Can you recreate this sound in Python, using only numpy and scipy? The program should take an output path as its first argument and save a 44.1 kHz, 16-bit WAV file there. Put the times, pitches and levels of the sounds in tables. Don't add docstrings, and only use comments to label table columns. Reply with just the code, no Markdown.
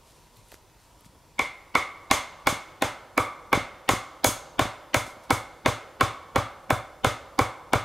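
import sys
import numpy as np
from scipy import signal
from scipy.fft import rfft, irfft
from scipy.io import wavfile
from scipy.ndimage import uniform_filter1d

SR = 44100
rng = np.random.default_rng(int(sys.argv[2]) if len(sys.argv) > 2 else 0)


def rack_gain(trim_db):
    fader = np.asarray(trim_db, float)
    return 10 ** (fader / 20)


def wav_out(sig):
    wavfile.write(sys.argv[1], SR, np.round(np.clip(np.atleast_2d(sig).T, -1, 1) * 32767).astype(np.int16))


N = 345744

# [f/Hz, level/dB]
DIFFUSE_WIDTH = [(100, -30), (400, -19), (1200, -29), (3000, -70), (4800, -22), (6500, -10.5),
                 (10000, -15.5), (14000, -21)]
# [t/s, crack level/dB, brightness/(dB per octave), first, second bending mode level/dB]
BLOWS = [(1.3924, -28.5, -2.5, -25.5, -14), (1.7526, -26, -2.5, -18.5, -9),
         (2.1122, -19.5, 0, -19.5, -11.5), (2.4709, -22.5, 1, -24, -14.5), (2.822, -26, -1.5, -43, -18.5),
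         (3.1774, -31, 2, -16, -14.5), (3.5295, -24.5, -2.5, -26.5, -14.5), (3.8905, -22, 1, -21, -12.5),
         (4.2442, -19.5, 6, -34, -21), (4.5934, -24.5, -1.5, -23.5, -21), (4.9438, -25, 2, -33, -15.5),
         (5.3055, -27, 3, -29, -15), (5.66, -24.5, -1, -32, -17), (6.0093, -25, -2, -20, -21.5),
         (6.3595, -28.5, -2.5, -22.5, -20.5), (6.704, -32.5, 2.5, -33, -20),
         (7.0459, -24.5, -1, -27.5, -18.5), (7.3905, -28, 0.0, -23, -19.5), (7.7336, -27.5, -2, -23, -20)]


def evened(x):
    return x / np.sqrt(np.mean(x ** 2) + 1e-20)


def read(points, hz):
    f, value = np.transpose(points)
    return np.interp(np.log(hz + 1), np.log(f + 1), value)


def add(mix, s, sound):
    part = mix[round(s * SR):][:len(sound)]
    part += sound[:len(part)]


def coloured(x, points):
    gain = rack_gain(read(points, np.fft.rfftfreq(len(x), 1 / SR)))
    return irfft(rfft(x) * gain, len(x))


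def click(points):
    log_gain = np.log(rack_gain(read(points, abs(np.fft.fftfreq(1024, 1 / SR)))))
    pulse = np.fft.ifft(np.exp(np.conj(signal.hilbert(log_gain)))).real[:512]
    return pulse / abs(pulse).max()


def thud(hz, turns):
    cycles = np.arange(round(6 * turns / hz * SR)) / SR * hz
    swell = cycles / turns * np.exp(1 - cycles / turns)
    return -np.sin(2 * np.pi * cycles) * swell


def air():
    # [f/Hz, level/(dB per Hz)]
    air_spectrum = [(15, -33), (25, 8.5), (131, 0.5), (197, -6.5), (368, -6), (457, -5.5), (538, -8.5),
                    (669, -7), (854, -14), (1060, -13), (1780, -17), (4360, -18.5), (11300, -25),
                    (15200, -29), (16500, -44)]
    frames, hz = N // 256 + 5, np.fft.rfftfreq(1024, 1 / SR)
    a, b, c, d, patches = rng.standard_normal((frames, 513, 5)).T
    patches = evened(uniform_filter1d(uniform_filter1d(patches, 8, 0), 14, 1))
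    mid = a + 1j * b
    side = rack_gain(read(DIFFUSE_WIDTH, hz)[:, None] + 7.0) * (c + 1j * d)
    gain = rack_gain(read(air_spectrum, hz)[:, None] + 1.3 * patches)
    wash = signal.istft(np.array([mid + side, mid - side]) * gain, nperseg=1024, noverlap=768)[1]
    return rack_gain(-55 - 2.07) * evened(wash[:, :N])


def road_hum():
    # [f/Hz, bandwidth/Hz, level/dB]
    tyre_band = [(950, 92, -65.5)]
    (hz, width, db), = tyre_band
    hum = signal.lfilter(*signal.iirpeak(hz, hz / width, SR), rng.standard_normal(N))
    return rack_gain(db) * evened(hum)


def leaf_crackle():
    # [t/s, peak level/dB, swell time/s, fade time/s]
    presses = [
        (0.082, -61.5, 0.083, .4),
        (0.372, -61.5, .03, 0.057),
        (0.54, -53, 0.087, 0.04),
        (0.8, -67, .02, .4),
        (1.01, -66, .02, 0.012),
        (1.056, -56.5, 0.02, 0.027),
        (5.07, -48.5, .03, 0.098),
        (5.24, -60.5, .03, 0.059),
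    ]
    shuffle_db, shuffle_ends_s = -78.5, 1.2
    now = np.arange(N) / SR
    press = rack_gain(shuffle_db) * (now < shuffle_ends_s)
    for s, db, swell, fade in presses:
        press = press + rack_gain(db - 20 * np.maximum((s - now) / swell, (now - s) / fade))
    size = rack_gain(2.9 * np.minimum(rng.exponential(1, N), 5))
    size *= (rng.random(N) < 5000 / SR) * rng.choice([-1, 1], N)
    spectrum = [(600, -1), (2000, 7.5), (4000, 11), (9000, 8.5), (12500, 5.5), (14500, -22), (17000, -38)]
    return evened(coloured(size, spectrum)) * press


def leaf_snaps():
    # [t/s, peak level/dB, f/Hz]
    snaps = [(0.2706, -55, 2140), (0.3644, -51, 4190), (0.3714, -44, 12400), (0.3844, -54, 2360),
             (0.486, -44, 9210), (0.5194, -32, 1810), (0.5258, -37, 1720), (0.5431, -30.5, 1540),
             (0.6824, -58, 2650), (0.6994, -48, 2020), (0.8074, -57, 2580), (1.009, -42, 11000),
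             (1.0467, -42, 1880), (1.0644, -48, 2370), (5.0694, -38, 2140), (5.236, -50, 2090)]
    out, t = np.zeros(N), np.arange(256) / SR
    grit = rng.standard_normal((len(snaps), 256))
    for (s, db, hz), g in zip(snaps, grit):
        add(out, s, rack_gain(db) * (np.sin(2 * np.pi * hz * t) + 0.49 * g) * np.exp(-t / 0.00038))
    return out


def heel_pushes():
    # [t/s, level/dB, f/Hz]
    pushes = [
        (0.529, -38.5, 600),
        (0.545, -44, 400),
        (1.065, -43.5, 174),
        (1.098, -49, 140),
        (1.169, -53, 120),
        (5.081, -39, 280),
        (5.172, -43, 280),
    ]
    out = np.zeros(N)
    for s, db, hz in pushes:
        add(out, s - .004, rack_gain(db) * thud(hz, turns=0.44))
    return out


def trunks(decay, start, build):
    # [f/Hz, level/dB]
    echo_tone = [(100, 4.5), (300, -10), (600, 5), (1100, -0.5), (2200, -2), (4000, 1), (8000, 6.5),
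                 (14000, 2.5)]
    taps = np.zeros((2, SR))
    at = np.arange(0, SR - 12, 12) + rng.integers(0, 12, (2, (SR - 1) // 12))
    np.put_along_axis(taps, at, rng.choice([-1., 1.], at.shape), 1)
    hz, t, z = signal.stft(taps, SR, nperseg=256)
    z[1] *= rack_gain(read(DIFFUSE_WIDTH, hz))[:, None]
    gain = rack_gain(read(echo_tone, hz)[:, None] - 60 * t / read(decay, hz)[:, None])
    tail = signal.istft(z * gain, SR, nperseg=256)[1]
    late = np.maximum(np.arange(tail.shape[1]) / SR - start, 0)
    mid, side = tail * (1 - np.exp(-(late / build) ** 2)) / np.linalg.norm(tail[0])
    return np.array([mid + side, mid - side])


def scatter(x, start, build):
    # [f/Hz, t60/s]
    near_decay = [(100, 0.27), (300, 0.22), (1000, 0.36), (2200, 0.43), (5000, .3), (13000, 0.24)]
    # [f/Hz, t60/s]
    far_decay = [(100, 0.26), (300, 2.1), (1000, 1.85), (2200, 1.32), (5000, 0.88), (13000, 0.29)]
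    paths = trunks(near_decay, start, build) + rack_gain(-16) * trunks(far_decay, 0.0073, 0.04)
    return signal.fftconvolve(x[None], paths, axes=1)[:, :N]


def bounce(x):
    # [delay/s, level/dB]
    reflections = [(.0012, -4.5), (.0042, -12.5), (.0075, -9), (.021, -20.5)]
    out = x.copy()
    for k, (s, db) in enumerate(reflections):
        add(out, s, (-1) ** k * rack_gain(db) * x)
    return out


def rebounds():
    # [t/s, level/dB]
    drops = [
        (2.528, -20),
        (3.224, -32),
        (3.577, -15),
        (3.937, -15),
        (4.291, -20),
        (4.657, -24),
    ]
    out = np.zeros(N)
    for s, db in drops:
        add(out, s - .002, -rack_gain(db) * thud(241, turns=0.24))
    return out


def soil_thump():
    t = np.arange(round(0.0264 * SR)) / SR
    push = -np.sin(2 * np.pi * (122 - 450 * t) * t)
    return push * signal.windows.tukey(len(t), .35) * np.exp(-t / 0.018)


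def first_touch(grit, spectrum):
    t = np.arange(512) / SR
    return evened(coloured(grit, spectrum)) * (np.exp(-t / 0.00045) + 0.28 * np.exp(-t / 0.0075))


def ring(modes, chance, rise):
    t = np.arange(SR // 8) / SR
    waves = 0
    for (hz, db, t60), c in zip(modes, chance):
        cycles = hz * (1 + 0.018 * (c - .5)) * t + 0.76 * c
        waves = waves + rack_gain(db - 60 * t / t60) * np.sin(2 * np.pi * cycles)
    return waves * (1 - np.exp(-(t / rise) ** 2))


def blows():
    # [f/Hz, level/dB, t60/s]
    mallet_modes = [
        [(1150, -8, .035), (1050, -16, .02)],
        [(2165, -10, .022), (2250, -17, .016)],
    ]
    # [f/Hz, level/dB, t60/s]
    stake_modes = [
        [(292.5, 0, 0.015)],
        [(517, -1.5, 0.028), (602, -3.5, 0.027)],
        [(766, -8.5, 0.032), (1017, -5.5, 0.028), (1269, 3, 0.013)],
    ]
    # [f/Hz, level/dB, t60/s]
    head_modes = [
        [(3470, -14, .024), (3600, -20, .016)],
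        [(6400, -5, .014), (6850, -9, .01)],
    ]
    # [f/Hz, level/dB]
    crack_spectrum = [(1500, 5.5), (3000, 5.5), (5000, -0.5), (6500, -3.5), (9000, -5), (12000, -7.5),
                      (15000, -19), (16200, -21), (17200, -63)]
    # [f/Hz, level/dB]
    knock_spectrum = [(60, -40), (120, -17), (250, -9.5), (450, 0), (900, 4.5), (1500, 6), (2000, -6),
                      (2700, -10), (3800, -14), (5500, -24.5), (9000, -28)]
    # [usual level/dB, dB per dB of crack, dB per unit of brightness]
    hardness = [(-10.5, 0.77, -0.25), (-24.5, 0.56, 0.27), (-38, 1.58, 0.95)]
    # [loose/dB, firm/dB, seating time/s]
    grip = [(-31.5, -14.5, 0.28), (-29.5, -22, 0.61), (-39.5, -29.5, 2.2), (-32, -26.5, 2.3),
            (-50, -27, 1.7)]
    usual_crack_db, seating_power, ring_lag_s = -26, 1.06, .0012
    tick, crack, knock, rings, head, soil = np.zeros((6, N))
    chance = rng.random((len(BLOWS), 6, 3))
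    grit = rng.standard_normal((len(BLOWS), 512))
    thump = soil_thump()
    for (s, crack_db, bright_db, *bend_db), c, g in zip(BLOWS, chance, grit):
        tick_db, *head_db = [db + hard * (crack_db - usual_crack_db) + keen * bright_db
                             for db, hard, keen in hardness]
        driven_s = s - BLOWS[0][0]
        knock_db, *stake_db, thump_db = [
            firm_db + (loose_db - firm_db) * np.exp(-(driven_s / seat_s) ** seating_power)
            for loose_db, firm_db, seat_s in grip]
        sharp = [(hz, db + bright_db * np.log2(hz / 7000)) for hz, db in crack_spectrum]
        add(tick, s, rack_gain(tick_db - 2.5) * first_touch(g, sharp))
        add(crack, s, rack_gain(crack_db + 24) * click(sharp))
        add(knock, s + .0025, -rack_gain(knock_db + 6) * click(knock_spectrum))
        for modes, db, k in zip(mallet_modes + stake_modes, bend_db + stake_db, c):
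            add(rings, s + ring_lag_s, rack_gain(db + 19.5) * ring(modes, k, rise=0.0013))
        for modes, db, k in zip(head_modes, head_db, c[::-1]):
            add(head, s + ring_lag_s / 2, rack_gain(db + 12.0) * ring(modes, k, rise=0.00053))
        add(soil, s + 0.01952, rack_gain(thump_db + 10.5) * thump)
        add(soil, s + .014, rack_gain(thump_db - 8) * thud(63.6, turns=0.97))
    return tick, crack, knock, rings, head, soil


def scene():
    tick, crack, knock, rings, head, soil = blows()
    soil = soil + rebounds()
    rings = coloured(rings, [(110, -30), (220, 0)])
    echoes = scatter(rack_gain(1.5) * crack + rack_gain(-6) * soil, start=.005, build=.011)
    echoes += rack_gain(1.5) * scatter(knock, 0.0055, 0.005)
    alternate = np.searchsorted([row[0] for row in BLOWS], np.arange(N) / SR) % 2
    for side in range(2):
        echoes += scatter((rack_gain(-2.5) * rings + rack_gain(4.5) * head) * (alternate == side), 0.0044, 0.0021)
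    direct = tick + rack_gain(-7.5) * np.diff(crack, prepend=0) + bounce(knock + rings + head) + soil
    background = air() + road_hum() + leaf_crackle() + leaf_snaps() + heel_pushes()
    return direct + echoes + background


def swell_ahead(heard):
    size = round(0.012 * SR)
    smear = rng.standard_normal((3, 2, size)) * rack_gain(np.linspace(-9, 0, size))
    smear[:, 1] = 0.44 * smear[:, 0] + 0.77 * smear[:, 1]
    smear = signal.sosfilt(signal.butter(4, 4500, fs=SR, output="sos"), smear)
    turn = np.round(np.arange(N) / SR / .353 + .1) % 3
    ahead = 0
    for k, s in enumerate(smear):
        ahead = ahead + signal.oaconvolve(heard * (turn == k), s / np.linalg.norm(s[0]), axes=1)
    return np.pad(ahead[:, size:], ((0, 0), (0, 1)))


def top_cut(x):
    return signal.sosfilt(signal.butter(12, 16968, fs=SR, output="sos"), x)


def record(dry):
    # [f/Hz, level/dB]
    passband = [(20, -12), (45, 0), (15700, 0), (15950, -16), (16800, -18), (17000, -50)]
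    # [f/Hz, level/dB]
    lean = [(60, -1.5), (110, 4), (250, 1.1), (500, -3), (1100, -0.2), (2200, -0.7), (6000, 0.6),
            (14000, 2.5)]
    hz = np.fft.rfftfreq(N, 1 / SR)
    soft = .85 * np.tanh(dry / .85)
    heard = irfft(rfft(soft) * rack_gain(read(passband, hz) + np.outer([.5, -.5], read(lean, hz))), N)
    return top_cut(heard + rack_gain(-20.5) * swell_ahead(heard))


dry = scene()
out = record(dry)
wav_out(out)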